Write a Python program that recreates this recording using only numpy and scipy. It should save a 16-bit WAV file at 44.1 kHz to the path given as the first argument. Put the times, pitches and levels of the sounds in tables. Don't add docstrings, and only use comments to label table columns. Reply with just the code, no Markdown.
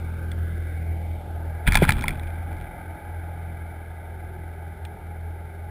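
import sys
import numpy as np
from scipy import signal
from scipy.fft import rfft, irfft
from scipy.io import wavfile

SR = 44100
rng = np.random.default_rng(int(sys.argv[2]) if len(sys.argv) > 2 else 0)


def transcribe(u):
    v = np.clip(np.atleast_2d(u).T, -1, 1)
    q = np.round(v * 32767).astype(np.int16)
    wavfile.write(sys.argv[1], SR, q)


N = 251370
TIME = np.arange(N) / SR
BIN_HZ = np.maximum(np.fft.rfftfreq(N, 1 / SR), 1)
LANDING_S, DRAG_END_S, CREEP_END_S = 1.66, 2.11, 2.62
STOPPING_S = 0.045


def from_db(db):
    return 10 ** (np.asarray(db) / 20)


def rms_one(x):
    return x / np.sqrt(np.mean(np.abs(x) ** 2) + 1e-20)


def burst_one(x, length_s=0.0016):
    return x * np.sqrt(length_s * SR / 2 / np.sum(x ** 2))


def in_time(rows):
    times_s, *columns = np.transpose(rows)
    return [np.interp(TIME, times_s, column) for column in columns]


def swell(middle_s, length_s):
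    return np.exp(-np.minimum((2 * (TIME - middle_s) / length_s) ** 2, 50))


def butter(x, hz, kind, order=2):
    return signal.sosfilt(signal.butter(order, hz, kind, fs=SR, output="sos"), x + 1e-18)


def noise(spectrum):
    hz, db = np.transpose(spectrum)
    gain = from_db(np.interp(np.log(BIN_HZ), np.log(hz), db))
    return rms_one(irfft(rfft(rng.standard_normal(N)) * gain, N))


def drift(rate_hz):
    return rms_one(butter(rng.standard_normal(N + SR), rate_hz, "low", order=3)[SR:])


def band(centre_hz, width_hz):
    phase = 2 * np.pi * np.cumsum(np.full(N, centre_hz)) / SR
    return rms_one(drift(width_hz / 2) * np.cos(phase) + drift(width_hz / 2) * np.sin(phase))


def resonant_noise(modes):
    return sum(from_db(db) * band(hz, width_hz) for hz, width_hz, db in modes)


def ring(force, hz, fade_s):
    decay, step = from_db(-60 / (fade_s * SR)), 2 * np.pi * hz / SR
    return signal.lfilter([0, np.sin(step)], [1, -2 * decay * np.cos(step), decay ** 2], force + 1e-18)


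def push(t, hz):
    spread = (np.pi * hz * t) ** 2
    return (1 - 2 * spread) * np.exp(-np.minimum(spread, 50))


def crunch(t, rise_s):
    return rng.standard_normal(len(t)) * (t / rise_s) * np.exp(1 - t / rise_s)


def hum_level(boat_db):
    # middle_s, length_s, change_db
    surges = [(0.178, 0.095, -6), (0.424, 0.042, 3), (0.917, 0.082, 3.5), (1.232, 0.13, -6),
              (2.73, 0.23, -12.5), (2.992, 0.09, -22), (4.758, 0.056, -12), (4.847, 0.057, 5),
              (4.986, 0.075, -17), (5.247, 0.28, 3.5)]
    flutter_db = drift(rate_hz=7.4)
    return boat_db + flutter_db + sum(db * swell(s, length_s) for s, length_s, db in surges)


def engine_hum(firing_phase, boat_db, trim_db=0.5, waver_db=2.0):
    # multiple of the firing rate, level_db
    tones = [(1, -13.5), (2, 0.5), (3, -16), (4, -19), (5, -23.5), (6, -33), (7, -31.5), (8, -27)]
    out = np.zeros(N)
    for multiple, db in tones:
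        level_db = hum_level(boat_db) if multiple == 2 else boat_db + waver_db * drift(rate_hz=1.7)
        out += from_db(db + level_db) * np.sin(multiple * firing_phase + rng.uniform(0, 2 * np.pi))
    return np.sqrt(2) * from_db(trim_db) * out


def seabed_echo(x, echo_db=-4, sink_m_per_s=0.348, rest_height_m=0.051, sound_m_per_s=1500):
    height_m = rest_height_m + sink_m_per_s * np.maximum(LANDING_S - TIME, 0)
    delay_s = 2 * height_m / sound_m_per_s
    return x + from_db(echo_db) * np.interp(TIME - delay_s, TIME, x)


def engine_clatter(firing_phase, boat_db, clatter_db, wash_follows=0.55):
    # pitch_hz, level_db
    wash_shape = [(20, -18.5), (34, -16.5), (44, 4), (65, 13.5), (110, 5.5), (170, 4), (235, -5.5),
                  (320, 1.5), (480, -2), (700, -8), (900, -23.5), (1100, -19), (2800, -24), (5600, -33)]
    # middle_s, length_s, pitch_hz, level_db
    drone_swells = [(3.05, 1.3, 318.6, -52.5), (4.35, 0.32, 367.3, -48.5), (5.0, 3.3, 401.5, -55)]
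    # pitch_hz, width_hz, level_db
    hull_modes = [(612.4, 156, -8.5), (743.6, 137, -4.5), (831.5, 47.5, -5.5), (893, 29.3, -10.5),
                  (990, 62, -22.5), (1236, 81, -17.5)]
    middle_modes = [(1430, 222, -4.5), (1591, 200, -1.5)]
    upper_modes = [(2110, 310, -1.5), (2278, 80, -7), (2470, 78, -16.5), (3095, 190, -17.5),
                   (3570, 380, -14.5)]
    wash = from_db(-43.5 + wash_follows * (boat_db - boat_db.mean())) * noise(wash_shape)
    drone = sum(from_db(db) * swell(s, length_s) * band(hz, width_hz=59)
                for s, length_s, hz, db in drone_swells)
    hull = from_db(-46.5) * resonant_noise(hull_modes)
    middle = from_db(-52.5) * resonant_noise(middle_modes)
    upper = from_db(-55) * resonant_noise(upper_modes)
    throb = 1 + 0.087 * np.cos(firing_phase / 2) + 0.043 * np.cos(firing_phase)
    return (wash + drone + from_db(clatter_db) * seabed_echo(hull + middle + upper)) * throb


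def housing(force, scatter_db):
    # pitch_hz, level_db, fade_s
    modes = [(860, -15.5, 0.027), (1016, -16.5, 0.024), (1400, -12, 0.016), (1653.5, -10.5, 0.018),
             (2020, -5, 0.0069), (2373, -6.5, 0.016), (3405, -13, 0.011), (4500, -12, 0.00072)]
    return sum((-1) ** k * from_db(db + scatter_db * rng.standard_normal()) * ring(force, hz, fade_s)
               for k, (hz, db, fade_s) in enumerate(modes))


def damp_dead_spots(x):
    # pitch_hz, sharpness (higher is narrower)
    dead_spots = [(1140, 5.3), (2780, 26)]
    for hz, sharpness in dead_spots:
        x = signal.lfilter(*signal.iirnotch(hz, sharpness, fs=SR), x)
    return x


def ticks(rise_s=0.0013, low_hz=2350):
    # start_s, level_db, snap_db (compared with the ring)
    touches = [(0.3144, -31, -26), (4.8501, -33, -14)]
    out = np.zeros(N)
    for start_s, db, snap_db in touches:
        force = crunch(np.maximum(TIME - start_s, 0), rise_s)
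        body = burst_one(butter(housing(force, scatter_db=5), low_hz, "high", order=4))
        snap = burst_one(butter(force, [3300, 5800], "band"))
        out += from_db(db) * (body + from_db(snap_db) * snap)
    return out


def frame_motion(rise_s=0.017, slowing_db_per_s=15, creep_db=-17):
    age_s = np.maximum(TIME - LANDING_S, 0)
    drag = np.exp(-np.maximum(TIME - DRAG_END_S, 0) / STOPPING_S)
    creep = np.exp(-np.maximum(TIME - CREEP_END_S, 0) / STOPPING_S)
    onset = np.minimum(age_s / rise_s, 1)
    return onset * (from_db(-slowing_db_per_s * age_s) * drag + from_db(creep_db) * creep)


def grit(motion, level_db=-45.5, crackle_db=-10, grains_per_s=600, follows=1.21):
    # middle_s, length_s, level_db (compared with full drag)
    digs = [(1.677, 0.022, 9), (1.836, 0.025, 6.5), (1.891, 0.025, 7)]
    rub = motion + sum(from_db(db) * swell(s, length_s) for s, length_s, db in digs)
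    chance = np.maximum(grains_per_s * rub, 1) / SR
    sizes = rng.standard_normal(N) * (grains_per_s * rub > 1)
    grains = sizes * (rng.random(N) < chance) / np.sqrt(chance)
    body = rms_one(damp_dead_spots(housing(grains, scatter_db=0)))
    crackle = rms_one(butter(grains, [1800, 4200], "band"))
    return from_db(level_db) * rub ** follows * (body + from_db(crackle_db) * crackle)


def pebbles(motion, per_s=28, level_db=-31.5, spread_db=5, snap_db=-11, follows=0.88):
    out, t = np.zeros(N), TIME[:SR // 32]
    for slot_s in np.arange(LANDING_S, CREEP_END_S + 2 * STOPPING_S, 1 / per_s):
        start = round((slot_s + rng.random() / per_s) * SR)
        force = crunch(t, rise_s=0.00069)
        body = burst_one(damp_dead_spots(housing(force, scatter_db=4.5)))
        snap = burst_one(butter(force, 3000, "high"))
        size = from_db(level_db + spread_db * rng.standard_normal()) * motion[start] ** follows
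        out[start:start + len(t)] += size * (body + from_db(snap_db) * snap)
    return out


def landing(motion, rumble_db=-23):
    # middle_s, level_db, pitch_hz
    blows = [(1.681, -8, 50.8), (1.686, -8.5, 117.6), (1.732, -14.5, 65), (1.831, -13, 129),
             (1.894, -10, 96)]
    thuds = sum(from_db(db) * push(TIME - s, hz) for s, db, hz in blows)
    rumble = noise([(8, -27), (22, 0), (42, 1.5), (70, -9.5), (140, -8.5), (260, -17.0),
                    (700, -38.5), (1500, -30.5), (5000, -89)])
    return thuds + from_db(rumble_db) * motion * rumble


def judder(first_s=1.8222, gap_s=0.00516, slowing=0.19, first_hz=440, softening=0.97):
    out, bump_s = np.zeros(N), first_s
    for k in range(4):
        level_db = -3.0 - 3.5 * k
        out -= from_db(level_db) * push(TIME - bump_s, first_hz / (1 + k * softening))
        bump_s += gap_s * (1 + k * slowing)
    return out


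def clacks(wire_fade_s=0.0078, trim_db=-2.0, snap_trim_db=-3.0, low_hz=850):
    # start_s, level_db, wire_hz, snap_db (compared with the ring)
    hits = [(1.6751, -9.5, 1601, -33), (1.721, -10.5, 1730, -9), (1.7342, -16.5, 2200, -11),
            (1.744, -13, 2124, -7), (1.7538, 0, 2190, -28), (1.7706, -7.5, 2525, -7.5),
            (1.8305, -11.5, 2025, -36), (1.84, -12.5, 1430, -40), (1.8509, -14, 1556, -17.5),
            (1.8913, -2, 2360, -15), (1.905, -10, 1600, -9.5), (1.9202, -16, 1690, 0.5),
            (2.0096, -29.5, 1640, 0), (2.0393, -12.5, 1810, -38), (2.0542, -27, 1310, -26),
            (2.081, -9, 2120, -15.5), (2.0902, -20.5, 2110, -25), (2.106, -22, 1590, -17),
            (2.1958, -29, 2280, -22)]
    out, t = np.zeros(N), TIME[:SR // 16]
    for start_s, db, wire_hz, snap_db in hits:
        force = (t == 0) + 0.26 * crunch(t, rise_s=0.00056)
        ringing = housing(force, scatter_db=4.5) + ring(force, wire_hz, wire_fade_s)
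        body = burst_one(butter(damp_dead_spots(ringing), low_hz, "high"))
        snap = burst_one(butter(crunch(t, rise_s=0.00088), [2800, 5200], "band"))
        hit = body + from_db(snap_db + snap_trim_db) * snap
        start = round(start_s * SR)
        out[start:start + len(t)] += from_db(db + trim_db) * hit
    return out


def scene():
    # time_s, hum_hz
    idle = [(0.3, 83.2), (0.8, 82.05), (2.2, 81.65), (2.45, 83.85), (3.4, 84.57), (3.8, 82.1),
            (4.25, 83.67), (5.1, 82.37), (5.7, 83.6)]
    # time_s, boat_db (for the hum), clatter_db
    boat_fade = [(0, -27.5, -0.5), (2.3, -32.5, -0.5), (3.9, -37, -4), (5.7, -37.5, -6)]
    hum_hz, = in_time(idle)
    boat_db, clatter_db = in_time(boat_fade)
    firing_phase = 2 * np.pi * np.cumsum(hum_hz / 2) / SR
    engine = engine_hum(firing_phase, boat_db) + engine_clatter(firing_phase, boat_db, clatter_db)
    motion = frame_motion()
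    return (engine + landing(motion) + judder() + clacks() + ticks() + grit(motion) + pebbles(motion))[None]


def record(dry, input_top_hz=5750, hold_hz=12000, output_top_hz=15450):
    narrow = signal.sosfilt(signal.ellip(8, .3, 60, input_top_hz, fs=SR, output="sos"), dry)
    mirrored = narrow * (1 + 2 * np.cos(2 * np.pi * hold_hz * TIME))
    held = irfft(rfft(mirrored) * np.sinc(BIN_HZ / hold_hz), N)
    return butter(held, output_top_hz, "low", order=20)


dry = scene()
out = record(dry)
transcribe(out)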